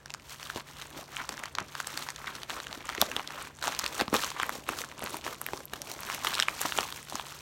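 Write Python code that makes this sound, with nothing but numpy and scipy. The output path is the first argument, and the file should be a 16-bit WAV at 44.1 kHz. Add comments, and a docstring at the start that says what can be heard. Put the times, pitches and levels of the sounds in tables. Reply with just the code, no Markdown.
"""Padded mailer gripped and cut

A padded plastic mailer is gripped, turned and snipped with scissors close to a microphone in a small room.
Creases snap as cracks with damped panel rings; strokes of the hand swell a rustle of tiny buckles and hiss.
Stiff edges tick, wrinkles let go, and the air-filled bag thumps as decaying tones under soft pushes.
Near walls answer with a faint noise tail over shaped-noise room air and a low wavering hum."""
import sys
import numpy as np
from scipy import signal
from scipy.fft import rfft, irfft, next_fast_len
from scipy.io import wavfile

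SR = 44100
rng = np.random.default_rng(int(sys.argv[2]) if len(sys.argv) > 2 else 0)


def put_to_file(sound):
    """Save the sound as 16-bit audio at rate SR, in the file named by the first command-line argument."""
    columns = np.atleast_2d(sound).T  # one column per channel
    safe = np.clip(columns, -1, 1)
    whole_steps = np.round(safe * 32767)
    wavfile.write(sys.argv[1], SR, whole_steps.astype(np.int16))


N = 326781


def undb(db):
    """Decibels to gain."""
    return 10 ** (np.asarray(db) / 20)


def unit(x):
    """Scale to rms 1."""
    return x / np.sqrt(np.mean(x ** 2) + 1e-20)


def colour(points, hz):
    """Gain at hz from (Hz, dB) points, interpolated over log frequency."""
    point_hz, point_db = np.transpose(points)
    return undb(np.interp(np.log(hz + 1), np.log(point_hz), point_db))


def shape(x, gain_at):
    """Filter by a zero-phase gain that is a function of frequency."""
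    size = next_fast_len(len(x) + 4096, True)
    hz = np.arange(size // 2 + 1) * SR / size
    return irfft(rfft(x, size) * gain_at(hz), size)[:len(x)]


def walk(knots_per_s):
    """Random wander: straight lines between normal random knots."""
    knots = rng.standard_normal(4096)
    return np.interp(np.arange(N) / SR * knots_per_s, np.arange(len(knots)), knots)


def ring(x, hz, q):
    """A damped resonance."""
    hz = min(hz, SR / 3)
    b, a = signal.iirpeak(hz, max(q, 3 * hz / SR), fs=SR)
    return signal.lfilter(b, a, x)


def edge(x, hz, kind, order=2):
    """Butterworth high-pass or low-pass."""
    b, a = signal.butter(order, min(hz, SR / 2.2), kind, fs=SR)
    return signal.lfilter(b, a, x)


def add(out, at_s, burst, db):
    """Mix in a burst whose energy equals that of 1 ms at the given rms level."""
    start = max(int(at_s * SR), 0)
    burst = burst * undb(db) * np.sqrt(SR / 1000 / np.sum(burst ** 2))
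    out[start:start + len(burst)] += burst[:max(N - start, 0)]


def flip(t, noise, rise_s, fall_s, scrape):
    """Force of a buckle: noise builds up, a one-sample snap falls at t = 0, the scrape dies away."""
    snap = np.abs(t) < .5 / SR
    return snap + scrape * noise * np.exp(-np.abs(t) / np.where(t < 0, rise_s, fall_s))


def strokes(steepness=2.8, rest_db=-61, grip_knots_per_s=28, grip_db=1.14):
    """Drive of the film's middle, body and sizzle: each stroke is one rounded arch, summed in power."""
    # slides, squeezes and cuts: (peak time [s], swell to peak from half amplitude [s],
    # fade to half amplitude [s], level [dB], extra body [dB], extra sizzle [dB])
    stroke_rows = [(0.32, 0.04, 0.035, -44.5, -13, 4.5), (0.44, 0.04, 0.05, -46, -2, 4),
                   (0.504, 0.015, 0.025, -42.0, -13, 1.5), (0.565, 0.015, 0.028, -39.5, 5, -1),
                   (0.679, 0.016, 0.061, -50.5, 0, 2), (0.809, 0.049, 0.069, -45.0, -3, -1.5),
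                   (0.977, 0.038, 0.051, -44.0, 9.5, 0.5), (1.152, 0.045, 0.11, -44.5, -1, -1),
                   (1.197, 0.014, 0.028, -34.5, -10, -28), (1.302, 0.015, 0.047, -47.0, 11.5, 1),
                   (1.429, 0.059, 0.046, -42.0, 1.5, -8), (1.595, 0.02, 0.04, -41.5, 8, -25),
                   (1.81, 0.089, 0.013, -44.0, -7, 1), (2.006, 0.16, 0.105, -41.5, 0, 1),
                   (2.277, 0.008, 0.028, -37, -2, -8), (2.333, 0.229, 0.146, -46.5, 3, -2.5),
                   (2.498, 0.008, 0.115, -41.5, 2, 0), (2.737, 0.056, 0.074, -45.0, 7, -4),
                   (2.924, 0.069, 0.124, -40.5, -2.5, -7), (3.019, 0.017, 0.017, -30, 8, -2),
                   (3.11, 0.06, 0.05, -42, 5.5, -1), (3.19, 0.025, 0.03, -41.5, 2, -8),
                   (3.406, 0.142, 0.072, -41.0, 2, -4), (3.647, 0.022, 0.095, -34.5, 0.5, -1.5),
                   (3.854, 0.07, 0.032, -37.5, -3.5, -4), (3.991, 0.083, 0.017, -41.0, 8, 3),
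                   (4.003, 0.01, 0.021, -30.0, 4.5, -6.5), (4.149, 0.012, 0.014, -30, 13, 0.5),
                   (4.234, 0.071, 0.058, -35.0, -2, 2), (4.423, 0.06, 0.033, -33.0, -5, -11),
                   (4.525, 0.113, 0.087, -46.5, 11.5, 5), (4.695, 0.017, 0.049, -40.0, 7, 0),
                   (4.795, 0.028, 0.03, -42, 6, 6.5), (4.88, 0.06, 0.1, -53, 9.5, 1),
                   (5.065, 0.06, 0.03, -42, 8.5, -4), (5.143, 0.053, 0.042, -44.0, 10.5, 5.5),
                   (5.279, 0.037, 0.055, -40, 8.5, 1.5), (5.549, 0.13, 0.072, -50.0, 11.5, 5),
                   (5.741, 0.021, 0.103, -48.0, 11.5, 2), (5.875, 0.017, 0.095, -48.0, 11.5, 6),
                   (6.135, 0.101, 0.042, -39.5, 1, 1), (6.267, 0.028, 0.019, -35.0, 3.5, 2.5),
                   (6.368, 0.14, 0.054, -35.5, -4, 0), (6.486, 0.01, 0.042, -43.0, 5.5, -18),
                   (6.619, 0.014, 0.048, -33.5, -8, -3), (6.675, 0.147, 0.157, -42.5, 1.5, 7),
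                   (6.787, 0.024, 0.049, -35.0, 6, 1), (6.943, 0.127, 0.086, -46.0, 0.5, 3),
                   (7.16, 0.08, 0.08, -45.0, 4, 4.5), (7.34, 0.08, 0.1, -47.0, 2, 2)]
    t = np.arange(N) / SR
    # between strokes the held bag still stirs
    power = np.full((3, N), undb(rest_db) ** 2)
    for peak_s, swell_s, fade_s, db, body_db, sizzle_db in stroke_rows:
        distance = np.maximum((peak_s - t) / swell_s, (t - peak_s) / fade_s)
        arch = 1 / (1 + distance ** steepness)
        power += np.outer(undb([db, db + body_db, db + sizzle_db]), arch) ** 2
    # the grip slips and catches
    return np.sqrt(power) * undb(grip_db * walk(grip_knots_per_s))


def rustle(drive, slide_db=-11, slide_hz=4200, flicker_db=4.5, mid_db=1.0, body_db=0, sizzle_db=1.0):
    """Buckling carries the middle of the rustle; the hiss of sliding film takes over in the treble."""
    # colour of the rustling film: (frequency [Hz], spectrum level [dB])
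    film_colour = [(35, 3), (130, -7), (370, -7.5), (720, -5.5), (1100, -0.5), (2000, -5), (4200, -7.5),
                   (6300, -10), (10000, -15.5), (16000, -14)]

    def slide(f):
        return undb(slide_db) + f / slide_hz

    def buckle_gain(f):
        return colour(film_colour, f) / np.hypot(1, slide(f))

    hiss = unit(rng.standard_normal(N) * undb(flicker_db * walk(260)))
    film = unit(shape(buckles(), buckle_gain) + shape(hiss, lambda f: buckle_gain(f) * slide(f)))
    body = shape(film, lambda f: 1 / (1 + (f / 750) ** 4) - .7 / (1 + (f / 200) ** 4))
    sizzle = shape(film, lambda f: 1 - 1 / (1 + (f / 3500) ** 4))
    bands = np.array([film - body - sizzle, body, sizzle])
    return undb([mid_db, body_db, sizzle_db]) @ (drive * bands)


def buckles(rate_per_s=2400, spread_db=3.0, largest_db=15, q=4.3, cluster_db=3):
    """Tiny facets flip in swarms, each ringing a few cycles at its own pitch; scaled to rms 1."""
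    # clusters: the fingers stick and slip
    chance = rate_per_s / SR * undb(cluster_db * walk(80))
    born = np.flatnonzero(rng.random(N) < chance)
    smallness, phase = rng.random((2, len(born), 1))
    size = undb(np.minimum(spread_db * rng.exponential(size=(len(born), 1)), largest_db))
    hz = 250 + 16000 * smallness ** 2
    age = np.arange(400)
    cycles = hz * age / SR
    envelope = np.exp(-np.pi * cycles / q) * (1 - np.exp(-2 * cycles))
    # hz ** .75 evens out the average spectrum
    rings = np.sin(2 * np.pi * (cycles + phase)) * envelope * size * hz ** .75
    return unit(np.bincount((born[:, None] + age).ravel(), rings.ravel(), N)[:N])


def creases(rows, ring_q=1.13, q_scatter=0.32, crack_q=2.53, rise_s=0.00055, fall_s=0.001,
            scrape=0.17, broad=0.38, rebound_db=-21):
    """A crease flips: its edge cracks, the panel beside it rings briefly, and a small rebound follows."""
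    out, t = np.zeros(N), np.arange(-60, 700) / SR
    for at_s, ring_hz, ring_db, crack_hz, crack_db in rows:
        noise = rng.standard_normal((2, len(t)))
        panel_push, edge_push = flip(t, noise, rise_s, fall_s, scrape)
        # taut panels ring longer than slack ones
        q = ring_q * np.exp(q_scatter * rng.standard_normal())
        panel = ring(panel_push, ring_hz, q)
        panel = ring(panel, ring_hz, q) + broad * panel
        panel = edge(edge(panel, 200, "high"), 4600, "low")
        crack = ring(edge_push, crack_hz, crack_q)
        crack = edge(edge(crack, 1080, "high"), SR / 2.2, "low")
        rebound = (rng.uniform(0.0034, 0.011), rebound_db + 3 * rng.standard_normal())
        for lag_s, db in ((0, 0), rebound):
            add(out, at_s + t[0] + lag_s, panel, ring_db + db)
            add(out, at_s + t[0] + lag_s, crack, crack_db + db)
    return out


def small_creases(effort, rate_per_s=14, size_db=-37.0, spread_db=3.5, follow=.55, ring_hz=1450,
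                  crack_hz=4000, crack_db=-1.5, scatter=0.26):
    """Rows for lesser creases, which give way at random: more often and harder with more effort."""
    strain = (effort / np.median(effort)) ** follow
    count = int(rate_per_s * N / SR)
    at = np.searchsorted(np.cumsum(strain) / np.sum(strain), rng.random(count))
    level_db = size_db + 20 * np.log10(strain[at])
    rows = []
    for i, db, (a, b, c, d) in zip(at, level_db, rng.standard_normal((count, 4))):
        panel = (ring_hz * np.exp(scatter * a), db + spread_db * b)
        crack = (crack_hz * np.exp(scatter * c), db + crack_db + spread_db * d)
        rows.append((i / SR, *panel, *crack))
    return rows


def ticks(hz=12000, q=3.0, fall_s=0.00066, scrape=1.0):
    """Stiff edges of taut film and blades let go with a very short, bright ring."""
    # glassy ticks: (time [s], relative level over 1 ms [dB])
    tick_rows = [(3.0154, -14), (3.7913, -27), (4.141, -26), (4.4644, -39), (4.4936, -34), (4.689, -29.5),
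                 (5.0403, -30), (5.169, -34), (5.415, -27), (5.4646, -27), (5.6547, -32.5), (5.7359, -36.5),
                 (5.818, -39), (5.917, -33), (6.0059, -33), (6.0663, -39), (6.147, -30), (6.247, -29),
                 (6.288, -33), (6.6087, -33), (6.6154, -27)]
    out, t = np.zeros(N), np.arange(-30, 300) / SR
    for at_s, db in tick_rows:
        push = flip(t, rng.standard_normal(len(t)), .0001, fall_s, scrape)
        add(out, at_s + t[0], edge(ring(push, hz, q), 7200, "high"), db)
    return out


def wrinkles(effort, rate_per_s=45, size_db=-45, spread_db=5.0, follow=0.35, q=3.2, lateness=1.3):
    """Lone wrinkles let go with fine ticks, denser towards the end and louder with effort."""
    out, t = np.zeros(N), np.arange(200) / SR
    strain_db = follow * 20 * np.log10(effort / np.median(effort))
    for turn, small, rare in rng.random((int(rate_per_s * N / SR), 3)):
        at_s = turn ** (1 / lateness) * N / SR
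        # a few stand out
        db = size_db + strain_db[int(at_s * SR)] - spread_db * np.log(rare + np.exp(-2.5))
        push = flip(t, rng.standard_normal(len(t)), 1 / SR, .0003, .35)
        tick = ring(push, 2000 * 5 ** small, q)
        add(out, at_s, edge(tick, 730, "high"), db)
    return out


def thumps(q=2.36, contact_s=0.0014, flutter=0.24, sag=0.39, sag_cycles=3.0, heave_hz=75, heave_db=-13):
    """The bag's air cushion bounces for a few cycles under a soft push, and the whole parcel heaves."""
    # pushes on the bag: (time [s], nominal pitch [Hz], relative level over 1 ms [dB])
    thump_rows = [(0.5608, 327, -26), (0.5694, 334, -32), (1.615, 170, -31.5), (2.982, 394, -25.5),
                  (3.0234, 240, -20), (3.1654, 574, -25.5), (3.679, 450, -29), (3.8393, 666, -29),
                  (4.0166, 267, -19.5), (4.0815, 210, -28), (4.1288, 250, -16), (4.585, 330, -35),
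                  (4.7, 415, -27), (5.0364, 515, -29), (5.2647, 514, -24), (5.5359, 360, -25.5),
                  (5.7353, 430, -29), (6.249, 500, -44), (6.6516, 298, -25), (6.787, 417, -29),
                  (7.1448, 280, -30)]
    out, t = np.zeros(N), np.arange(3000) / SR
    for at_s, hz, db in thump_rows:
        push = (t == 0) + flutter * rng.standard_normal(len(t)) * np.exp(-t / contact_s)
        # the pitch sags as the cushion gives
        pitch_hz = hz * (0.73 + sag * np.exp(-t * hz / sag_cycles))
        bounce = np.sin(2 * np.pi * np.cumsum(pitch_hz) / SR) * np.exp(-np.pi * hz * t / q)
        cushion = signal.fftconvolve(push, bounce)[:len(t)]
        add(out, at_s, edge(cushion, 75, "high"), db)
        add(out, at_s, ring(ring(push, heave_hz, 0.81), heave_hz, 0.43), db + heave_db)
    return out


def room(x, t60_s=0.19, tail_db=-21, dull_hz=6000, gap_s=.006):
    """The walls return a faint, short tail of decaying noise."""
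    t = np.arange(SR // 2) / SR
    tail = edge(rng.standard_normal(len(t)), dull_hz, "low", order=1)
    tail *= undb(-60 * t / t60_s) * (t > gap_s)
    tail *= undb(tail_db) / np.sqrt(np.sum(tail ** 2))
    return x + signal.fftconvolve(x, tail)[:N]


def background(air_db=-56.5, hum_hz=143, hum_db=-61):
    """Room air as shaped noise, and an appliance hum that wavers in pitch and level."""
    # colour of quiet room air: (frequency [Hz], spectrum level [dB])
    air_colour = [(20, -14), (60, 7), (110, 3), (280, -2), (700, -7), (1100, -11), (2600, -22), (9000, -29),
                  (16000, -46)]
    air = unit(shape(rng.standard_normal(N), lambda f: colour(air_colour, f)))
    pitch_hz = hum_hz + 3.36 * walk(10)
    hum = np.sin(2 * np.pi * np.cumsum(pitch_hz) / SR) * undb(walk(3.2))
    return undb(air_db) * air + undb(hum_db) * unit(hum)


def scene(cavity_q=11):
    """Strokes work the film, the film sets the air in the bag ringing, and the room answers."""
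    # loudest creases: (time [s], panel ring [Hz], relative ring level over 1 ms [dB],
    # edge crack [Hz], relative crack level over 1 ms [dB])
    crease_rows = [(0.0591, 1700, -34.5, 5330, -34), (0.1043, 1150, -37, 2850, -29.5),
                   (0.1396, 1880, -31, 5700, -28), (0.1472, 1510, -29.5, 6350, -35),
                   (0.4294, 1720, -33, 4870, -33), (0.4532, 1680, -45, 4510, -36),
                   (0.5005, 1500, -23.5, 3900, -32), (0.5602, 1110, -31, 3560, -29.5),
                   (1.1675, 2360, -23, 3050, -35), (1.2394, 920, -37, 5370, -40),
                   (1.2917, 1470, -26.5, 4500, -22), (1.3225, 1090, -33.5, 4000, -39),
                   (1.3782, 1780, -31.5, 3700, -40), (1.4371, 1640, -26, 6960, -33),
                   (1.4568, 1590, -33, 4200, -31), (1.5521, 1110, -34, 4120, -23.5),
                   (1.5852, 1270, -17, 3640, -23.5), (1.5996, 1300, -32, 4350, -43),
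                   (1.7523, 1270, -25, 4640, -31), (1.8023, 1320, -21, 2660, -24),
                   (1.8717, 1120, -30, 6300, -23.5), (1.9751, 1220, -29, 4400, -21.5),
                   (2.0248, 1950, -33, 3580, -29), (2.088, 1260, -25, 4870, -28.5),
                   (2.1037, 1250, -34, 5130, -28), (2.1614, 1940, -44, 4040, -30.5),
                   (2.2433, 1050, -30, 3590, -51), (2.3536, 1370, -46, 4770, -31),
                   (2.4328, 1380, -35, 3550, -27), (2.4972, 1240, -27.5, 3580, -30),
                   (2.5038, 1320, -26, 3000, -28), (2.6017, 1190, -29, 4120, -29.5),
                   (2.669, 1460, -29, 3440, -30.5), (2.7283, 1410, -30, 3850, -27),
                   (2.8915, 1410, -23, 4930, -27.5), (2.8988, 1390, -27, 3580, -30.5),
                   (2.95, 1350, -27, 5700, -31), (2.979, 1850, -25, 3290, -35),
                   (3.0154, 1170, -16, 3780, -8.5), (3.0237, 660, -15, 6000, -35),
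                   (3.1156, 1820, -27, 2680, -24.5), (3.1651, 2100, -25.5, 3420, -16.5),
                   (3.1954, 970, -27.5, 2700, -29), (3.2754, 1530, -36, 3800, -25.5),
                   (3.6262, 1510, -27, 4080, -26), (3.6402, 1200, -23, 5600, -27),
                   (3.6727, 1040, -23, 3980, -22.5), (3.6796, 880, -18.5, 5460, -23),
                   (3.7494, 1820, -31.5, 4120, -27), (3.7914, 1160, -32, 5000, -19),
                   (3.7953, 1180, -28, 5200, -21), (3.8416, 1180, -29, 4860, -23.5),
                   (3.8631, 870, -42, 3250, -18), (4.0014, 1340, -19, 4300, -22.5),
                   (4.0112, 680, -17, 2700, -16.5), (4.0802, 1190, -25.5, 4300, -31),
                   (4.1282, 640, -22, 2700, -43), (4.1417, 1030, -17, 6600, -30),
                   (4.1493, 930, -20, 3300, -21.5), (4.1655, 2440, -40, 3620, -18),
                   (4.1838, 1080, -35, 3830, -43), (4.2236, 1280, -29, 3030, -25),
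                   (4.2372, 1320, -22.5, 3300, -22.5), (4.2454, 1150, -29, 5700, -23),
                   (4.3034, 1420, -32, 5000, -27), (4.3995, 1300, -18, 2700, -26),
                   (4.4324, 1330, -16, 3300, -32), (4.494, 1440, -19, 5500, -33),
                   (4.6905, 1040, -18, 2700, -27.5), (4.7883, 1380, -31.5, 4900, -26),
                   (4.8168, 2050, -28.5, 6200, -28), (4.8395, 1130, -28, 2700, -52),
                   (5.0621, 1350, -29, 4620, -31), (5.0727, 1390, -28, 4080, -39),
                   (5.1435, 940, -27, 4340, -32), (5.2659, 960, -27, 4220, -35),
                   (5.278, 1240, -27, 4000, -51), (5.4151, 1040, -28.5, 8200, -36),
                   (5.4646, 2180, -25, 4330, -42), (5.487, 1430, -28, 5800, -56),
                   (5.5343, 850, -22.5, 2660, -29.5), (5.7357, 1500, -24.5, 2940, -27.5),
                   (5.8182, 1970, -42, 5600, -26.5), (5.9158, 835, -35, 4800, -29),
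                   (6.033, 950, -33.5, 5300, -31), (6.0999, 1340, -22, 2700, -32),
                   (6.1352, 1600, -32, 3000, -33), (6.1473, 2000, -31, 5400, -29),
                   (6.248, 1100, -21.5, 3200, -24), (6.2703, 1020, -21, 3240, -18),
                   (6.274, 1720, -24, 2840, -22), (6.3369, 1920, -27, 3960, -26),
                   (6.3436, 1240, -36, 3800, -22), (6.3524, 2440, -42, 3900, -20),
                   (6.3821, 1420, -35, 2700, -23), (6.3926, 1400, -18.5, 3600, -26),
                   (6.4, 1580, -15.5, 3720, -12), (6.4245, 2250, -27, 3000, -13.5),
                   (6.4302, 1560, -25, 4300, -26), (6.4844, 1620, -14, 2940, -20),
                   (6.6155, 1410, -29.5, 6840, -21), (6.6525, 930, -22, 3380, -40),
                   (6.6568, 980, -20, 3400, -37), (6.7225, 1770, -20, 3400, -38),
                   (6.7761, 1130, -35, 7050, -22), (6.7873, 1080, -15.5, 3400, -18),
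                   (6.808, 1210, -34, 5940, -24.5), (6.8305, 1340, -26.5, 2830, -25),
                   (6.925, 1290, -32, 3960, -27.5), (7.0986, 1630, -38, 5670, -30),
                   (7.1241, 980, -28, 2900, -40), (7.1553, 1150, -25.5, 6300, -24),
                   (7.1968, 1050, -25.5, 3040, -28.5)]
    # hollow resonances of the air inside the bag: (frequency [Hz], level [dB])
    cavity_modes = [(238, -26), (590, -13.5), (990, -15)]
    drive = strokes()
    effort = drive[0]
    film = rustle(drive) + wrinkles(effort)
    film += undb(4.0) * ticks() + undb(-0.4) * thumps()
    film += undb(0.5) * creases(crease_rows) + creases(small_creases(effort))
    cavity = sum(undb(db) * ring(film, hz, cavity_q) for hz, db in cavity_modes)
    return (room(film + cavity) + background())[None]


def record(dry, top_hz=15900):
    """The lowest bass is rolled off and the microphone colours the treble; the recorder cuts the top steeply."""
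    # bass roll-off and microphone colour: (frequency [Hz], gain [dB])
    mic_colour = [(22, -15), (55, -0.5), (2000, -1), (3200, -1), (4450, -2), (4850, -4.5), (5700, -1),
                  (9500, -2), (10400, -5), (11200, -2.5), (13700, -4), (14900, -6.5)]
    heard = shape(dry[0], lambda f: colour(mic_colour, f))[None]
    return signal.sosfilt(signal.ellip(8, .2, 70, top_hz, fs=SR, output="sos"), heard)


dry = scene()
out = record(dry)
put_to_file(out)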